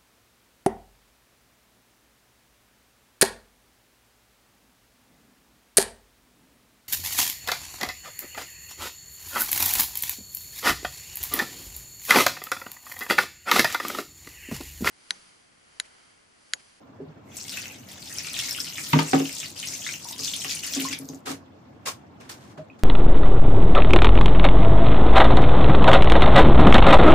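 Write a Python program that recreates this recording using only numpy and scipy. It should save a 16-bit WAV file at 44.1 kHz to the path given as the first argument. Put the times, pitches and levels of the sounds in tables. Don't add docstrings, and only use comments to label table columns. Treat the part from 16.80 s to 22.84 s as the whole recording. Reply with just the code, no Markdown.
import sys
import numpy as np
from scipy import signal
from scipy.fft import rfft, irfft, next_fast_len
from scipy.io import wavfile

SR = 44100
rng = np.random.default_rng(int(sys.argv[2]) if len(sys.argv) > 2 else 0)


def file_out(sig):
    cols = np.atleast_2d(sig).T
    lim = np.clip(cols, -1, 1)
    pcm = np.round(lim * 32767).astype(np.int16)
    wavfile.write(sys.argv[1], SR, pcm)


N = 266174

# time_s, level_db
STREAM_FLOW = [(0.421, -79.5), (0.57, -43.5), (0.65, -44.5), (0.76, -37.5), (0.8, -40.5), (1.06, -55.5),
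               (1.1, -46), (1.149, -51.5), (1.4, -37.5), (1.5, -40.5), (1.59, -33), (1.86, -38.5),
               (1.93, -43), (2.0, -36.5), (2.649, -37.5), (2.75, -51), (2.775, -37), (2.87, -35),
               (2.96, -36.5), (3.0, -40.5), (3.15, -37.5), (3.19, -45.5), (3.32, -40.5), (3.374, -48.5),
               (3.386, -36.5), (3.44, -33), (3.65, -37), (3.72, -30.5), (3.816, -45), (3.84, -31.5),
               (3.92, -34.5), (4.01, -33.5), (4.107, -40.5), (4.13, -29), (4.156, -46), (4.27, -53.5),
               (4.422, -53)]
# frequency_hz, level_db
SPRAY_SPECTRUM = [(1000, -14.5), (1500, -11), (2300, -2), (3700, -5), (5300, 1), (7700, 2), (9200, -18),
                  (11000, -9.5), (15800, -12.5)]


def amp(db):
    return 10 ** (np.asarray(db) / 20)


def unit_rms(x):
    return x / np.sqrt(np.mean(x ** 2) + 1e-20)


def at_hz(points, hz):
    frequencies, values = np.transpose(points)
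    return np.interp(np.log(hz), np.log(frequencies), values)


def spectrum_rms(spectrum, low_hz):
    return np.sqrt(np.sum(amp(2 * at_hz(spectrum, np.arange(low_hz, 15000, 10))) * 20 / SR))


def drift(rate_hz):
    pole = np.exp(-80 * np.pi * rate_hz / SR)
    slow = signal.lfilter([1], [1, -2 * pole, pole * pole], rng.standard_normal(N // 40 + 2002))[2000:]
    return np.interp(np.arange(N) / 40, np.arange(len(slow)), unit_rms(slow))


def ring(clicks, hz, t60_s):
    r, w = amp(-60 / (t60_s * SR)), 2 * np.pi * hz / SR
    return signal.lfilter([0, np.sin(w)], [1, -2 * r * np.cos(w), r * r], clicks + 1e-18)


def filtered(x, kind, hz):
    return signal.sosfilt(signal.butter(2, hz, kind, fs=SR, output="sos"), x)


def stereo_bands(noise):
    # frequency_hz, correlation
    likeness = [(40, 1), (125, 0.95), (300, 0.58), (700, 0.024), (8000, 0.012)]
    edges = 35 * 2 ** (np.arange(28) / 3)
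    for k, (low, high) in enumerate(zip(edges, edges[1:])):
        mid, side = filtered(noise[k % 2], "band", [low, high])
        hz = np.sqrt(low * high)
        alike = at_hz(likeness, hz)
        yield hz, np.sqrt(1 + alike) * mid + np.sqrt(1 - alike) * side * [[1], [-1]]


def gurgle_share(hz):
    return np.clip(np.log2(4500 / hz), 0, 1)


def add(out, start_s, sound):
    i = round(start_s * SR)
    out[..., i:i + sound.shape[-1]] += sound[..., :out.shape[-1] - i]


def room_hum(patchy_db):
    # frequency_hz, level_db
    spectrum = [(50, -54.5), (85, 2.5), (155, -4), (270, -0.5), (400, -10), (620, -8.5), (1150, -15.5),
                (2700, -27), (7800, -39.5), (9000, -60), (15800, -44)]
    bands = stereo_bands(rng.standard_normal((2, 2, N)))
    return unit_rms(sum(band * amp(at_hz(spectrum, hz) + patchy_db * drift(26)) for hz, band in bands))


def kitchen_walls(x, t60_s=0.18, wall_cut_hz=3700):
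    size = next_fast_len(N + SR)
    hz = np.arange(size // 2 + 1) * SR / size
    spectrum, out = rfft(x, size), np.zeros((2, N))
    for k, lag_s in enumerate(rng.uniform(0.0053, 0.033, 16)):
        loop = amp(-60 * lag_s / t60_s) / (1 + 1j * hz / wall_cut_hz) * np.exp(-2j * np.pi * hz * lag_s)
        out[k % 2] += irfft(spectrum * loop / (1 - loop), size)[:N] * (-1) ** (k // 2)
    return out


def shaken_hands(grain_db, onset_s=0.0083, first_drops_db=-3):
    # start_s, peak_db, swell_s, t60_s, tilt_db_per_octave
    showers = [(4.452, -35.5, 0.067, 0.16, -2.2), (5.052, -29.5, 0.034, 0.16, -1.5),
               (5.395, -52, 0.0066, 0.78, -5.5), (5.488, -38, 0.0069, 0.21, -1.5),
               (5.6, -59, 0.12, 0.15, -3.5), (5.77, -48.5, 0.0043, 0.17, -8.5),
               (5.984, -55, 0.0077, 0.25, -3.5)]
    # frequency_hz, level_db
    spectrum = [(200, -18), (1100, -5.5), (2500, -8), (7200, -5.5), (9000, -10), (15800, -16.5)]
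    t, envelopes, out = np.arange(N) / SR, [], 0
    for start_s, peak_db, swell_s, t60_s, tilt_db in showers:
        age = t - start_s
        swell_db = first_drops_db * np.clip(1 - age / swell_s, 0, 1)
        fall_db = 60 * np.maximum(age - swell_s, 0) / t60_s
        envelopes.append((np.clip(age / onset_s, 0, 1) ** 2 * amp(peak_db + swell_db - fall_db), tilt_db))
    for hz, band in stereo_bands(rng.standard_normal((2, 2, N)) * amp(grain_db * drift(250))):
        octaves = np.log2(max(hz, 400) / 3000)
        level = sum(envelope * amp(tilt_db * octaves) for envelope, tilt_db in envelopes)
        out += band * amp(at_hz(spectrum, hz)) * level
    return out / spectrum_rms(spectrum, 300)


def tub_and_sink(water, stifled_t60_s, rattle, sway):
    # start_s, boom_db, drum_db, clack_db
    knocks = [(0.205, -43.5, -37, -70), (0.269, -37.5, -70, -75), (2.132, -10.5, -18.5, -16.5),
              (2.159, -18, -14.5, -38), (2.189, -22.5, -25.5, -19), (2.332, -21.5, -12, -19.5),
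              (2.398, -32, -20, -40), (3.392, -51, -38.5, -45.5), (3.645, -48, -44, -36),
              (3.964, -39.5, -22.5, -49), (4.02, -38.5, -28, -67), (4.099, -47, -31, -75),
              (4.198, -38, -32.5, -66), (4.22, -41, -33.5, -53), (4.294, -40.5, -32, -56),
              (4.332, -48, -35.5, -51.5), (4.47, -40, -32, -34), (4.498, -40.5, -29, -46),
              (5.777, -37, -42.5, -62)]
    # boom_hz, drum_hz, clack_hz
    blow_hz = (155, 275, 1000)
    # pitch_hz, mid_db, side_db, t60_s, gain_db_per_db of drum over boom
    modes = [(155, 0, -22, .6, 0), (274, 0, -16, .6, 0), (195, -8, -25, .15, -0.3),
             (351, -10, -18, .2, 0.1), (427, -10, -16, .15, 0.4), (520, -17, -6, .12, 0.4),
             (765, -6, -14, .11, 0.5), (930, -3, -8, .08, -0.6), (1140, -8, -3, .08, 0.3),
             (1250, -1, -3, .07, -0.1)]
    wet_share = 0.35
    light_db, light_t60_s = -30.5, 0.074
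    force, out = water * rng.standard_normal(N), np.zeros((2, N))
    for hz, mid_db, _, t60_s, _ in modes:
        out[0] += amp(mid_db) * min(1, 275 / hz) ** 2.2 * ring(force, hz, wet_share * t60_s)
    hz, mid_db, side_db, t60_s, drum_gain = np.transpose(modes)[:, :, None]
    facing = amp(np.hstack([mid_db, side_db]).T)
    facing[1, ::2] *= -1
    t = np.arange(SR // 2) / SR
    swell = 1 - np.exp(-t * hz / 0.87)
    roughness = rng.standard_normal((len(knocks), len(modes), 64)) * np.where(hz > 300, rattle, sway)
    gaps_s = np.diff([row[0] for row in knocks], append=N / SR)
    free_times_s = np.minimum(0.043, 0.76 * gaps_s)
    for (start_s, *blow_db), free_s, rough in zip(knocks, free_times_s, roughness):
        boom_db, drum_db, clack_db = blow_db
        start_db = np.interp(np.log(hz), np.log(blow_hz), blow_db)
        start_db += drum_gain * np.clip(drum_db - boom_db, -10, 10)
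        contact_t60_s = stifled_t60_s if max(blow_db) > light_db else light_t60_s
        fall_db = 60 * t / t60_s + 60 * np.maximum(t - free_s, 0) / contact_t60_s
        flutter = 1 + np.array([np.interp(t * 125, np.arange(64), row) for row in rough])
        ringing = amp(start_db - fall_db) * swell * flutter * np.sin(2 * np.pi * hz * t)
        burst = rng.standard_normal((2, len(t))) * (np.exp(-t / 0.0051) + 0.24 * np.exp(-t / 0.045))
        clack = amp(clack_db + 6.5) * filtered(burst, "band", [800, 3000])
        dull_noise = unit_rms(filtered(rng.standard_normal(len(t)), "band", [190, 560]))
        thud = amp(max(blow_db) - 16.5) * dull_noise * np.exp(-t / 0.047)
        add(out, start_s, facing @ ringing + thud * [[1], [0]] + clack)
    return out


def short_rings(cycles, rise, wobble):
    # start_s, level_db, pitch_hz
    rings = [(0.202, -32, 394.5), (1.785, -33.5, 1440), (3.253, -33.5, 929), (3.309, -41.5, 915),
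             (3.334, -40.5, 965), (4.05, -27.5, 1050), (4.083, -23, 1986), (5.072, -27, 1072),
             (5.785, -31, 616), (5.9, -42.5, 2500)]
    out, t = np.zeros(N), np.arange(round(0.15 * SR)) / SR
    for (start_s, level_db, hz), chance in zip(rings, rng.standard_normal((len(rings), 32))):
        flutter = 1 + wobble * np.interp(t * 200, np.arange(32), chance)
        envelope = amp(level_db - 60 * t * hz / cycles) * np.minimum(t / 0.0013, 1)
        add(out, start_s, envelope * flutter * np.sin(2 * np.pi * hz * t * (1 + rise * t)))
    return out


def fizz(gurgle_db, per_s, cycles, clump_db):
    strengths = amp(4.2 * np.minimum(rng.exponential(1, N), 4.5)) * rng.choice([-1, 1], N)
    dice, size_class, out = rng.random(N), rng.integers(0, 30, N), 0
    clumps = [amp(clump_db * drift(15)) for _ in range(10)]
    for k, hz in enumerate(np.geomspace(1300, 11000, 30)):
        born = (size_class == k) * (dice < per_s * clumps[k // 3] / SR)
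        level_db = gurgle_share(hz) * gurgle_db + at_hz(SPRAY_SPECTRUM, hz) + 4.1 * np.log2(hz / 5000)
        out += amp(level_db) * ring(strengths * born, hz, cycles / hz)
    return unit_rms(out)


def stray_splashes(flow_db, per_s=70, trickle_db=-50):
    open_s, shut_s = STREAM_FLOW[0][0], STREAM_FLOW[-1][0]
    when, size, pitch = rng.random((round(per_s * (shut_s - open_s)), 3)).T
    start_s = open_s + (shut_s - open_s) * when
    around_db = flow_db[(start_s * SR).astype(int)]
    peak_db = around_db + 9.5 - 2.5 * np.log(size + 0.08)
    return np.transpose([start_s, peak_db, 2700 * 4 ** pitch])[around_db > trickle_db]


def splashes(flow_db, spatter_s, tail_s, cycles):
    # start_s, peak_db, pitch_hz
    hard = [(0.5686, -22.5, 7840), (0.6809, -28.5, 3323), (0.6945, -20, 5260), (0.7262, -25, 3660),
            (0.7725, -17.5, 2640), (0.8568, -25.5, 2670), (1.088, -31, 5300), (1.3848, -15.5, 5690),
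            (1.472, -24, 2637), (1.5663, -21.5, 2665), (1.5906, -14.5, 5600), (1.6851, -27, 2320),
            (1.709, -18.5, 5275), (1.763, -22.5, 9900), (1.8027, -13.5, 5400), (1.845, -23, 5240),
            (1.981, -22, 2395), (2.1947, -15.5, 4950), (2.4938, -24.5, 2760), (2.6016, -16.5, 7300),
            (3.0654, -19, 2075), (3.0898, -20, 2380), (3.2872, -21, 5840), (3.3827, -33, 6000),
            (3.457, -18.5, 4330), (3.5398, -17.5, 5100), (3.6458, -19.5, 2980), (3.716, -21.5, 2420),
            (3.9363, -12, 5760), (3.9998, -18, 3060), (4.05, -24, 3080), (4.087, -17, 6900),
            (4.1303, -18.5, 2350), (4.189, -21.5, 10900), (4.2886, -24.5, 6480), (4.346, -35, 7100),
            (5.4116, -39, 2300), (5.5194, -32, 5600)]
    out, t = np.zeros(N), np.arange(round(0.12 * SR)) / SR
    for k, (start_s, peak_db, hz) in enumerate([*hard, *stray_splashes(flow_db)]):
        top_hz = min(hz * (4.0 if k < len(hard) else 2.2), 16000)
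        ticks = np.repeat(rng.random(len(t) // 20 + 1) ** 2, 20)[:len(t)]
        ticks[:20] = 1.6
        pace = t * np.sqrt(hz / 5000)
        envelope = ticks * np.exp(-pace / spatter_s) + 0.22 * np.exp(-pace / tail_s)
        burst = rng.standard_normal(len(t)) * envelope
        pocket = ring(burst * hz / 20000, hz, cycles / hz)
        chirp = amp(-60 * t * hz / (2 * cycles)) * np.sin(2 * np.pi * 1.24 * hz * t * (1 + 14 * t))
        droplets = filtered(0.37 * burst + pocket, "band", [0.68 * hz, top_hz])
        sound = droplets + 0.1 * burst + 0.12 * chirp
        add(out, start_s, amp(peak_db) * sound / np.abs(sound).max())
    return out


def spray(flow_db, gurgle_db, patchy_db, spatter_db, full_flow_db=-27.5, mist_hz=9000):
    # frequency_hz, level_db
    left_bias = [(1000, -5.5), (2500, -2), (5000, 6), (9000, -0.5)]
    mist_db = 0.34 * np.clip(full_flow_db - flow_db, -5, 15)
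    octave_volleys = [unit_rms(amp(spatter_db * np.clip(drift(110), 0, 3) ** 1.5)) for _ in range(9)]
    out = 0
    for k, (hz, band) in enumerate(stereo_bands(rng.standard_normal((2, 2, N)))):
        level_db = at_hz(SPRAY_SPECTRUM, hz) + gurgle_share(hz) * gurgle_db + (hz > mist_hz) * mist_db
        pan_db = at_hz(left_bias, hz) / 2 * np.array([[1], [-1]])
        out += band * octave_volleys[k // 3] * amp(level_db + pan_db + patchy_db * drift(11.6))
    return out / spectrum_rms(SPRAY_SPECTRUM, 4000)


def scene():
    # time_s, level_db
    gurgle = [(0.5, 13), (0.6, -5.5), (0.85, 5.5), (1.5, 0.5), (2.9, -4), (3.7, -5), (4.12, 5.5),
              (4.18, -30)]
    t = np.arange(N) / SR
    flow_db = np.interp(t, *np.transpose(STREAM_FLOW))
    gurgle_db = np.interp(t, *np.transpose(gurgle))
    open_s, shut_s = STREAM_FLOW[0][0], STREAM_FLOW[-1][0]
    stream = np.clip((t - open_s) / 0.016, 0, 1) * np.clip((shut_s - t) / 0.07, 0, 1) * amp(flow_db)
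    bubbles = amp(-4.5) * stream * fizz(gurgle_db, per_s=760, cycles=60, clump_db=5.5)
    splashing = bubbles + splashes(flow_db, spatter_s=0.0028, tail_s=0.015, cycles=17.4)
    tub_mid, tub_side = tub_and_sink(amp(-46) * stream, stifled_t60_s=0.25, rattle=1.0, sway=0.32)
    centre = tub_mid + short_rings(cycles=72, rise=0.5, wobble=0.89)
    hiss = amp(-5.5) * stream * spray(flow_db, gurgle_db, patchy_db=3.0, spatter_db=2.5)
    drops = shaken_hands(grain_db=1.5)
    direct = splashing * amp([[1.5], [-1.5]]) + centre + tub_side * [[1], [-1]] + hiss + drops
    echoes = amp(-6) * kitchen_walls(splashing) + amp(-8) * kitchen_walls(filtered(centre, "high", 400))
    return direct + echoes + amp(-49) * room_hum(patchy_db=2.5)


def record(dry):
    top_cut = signal.ellip(10, 0.5, 70, 15450, fs=SR, output="sos")
    return signal.sosfilt(top_cut, filtered(dry, "high", 45))


dry = scene()
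out = record(dry)
file_out(out)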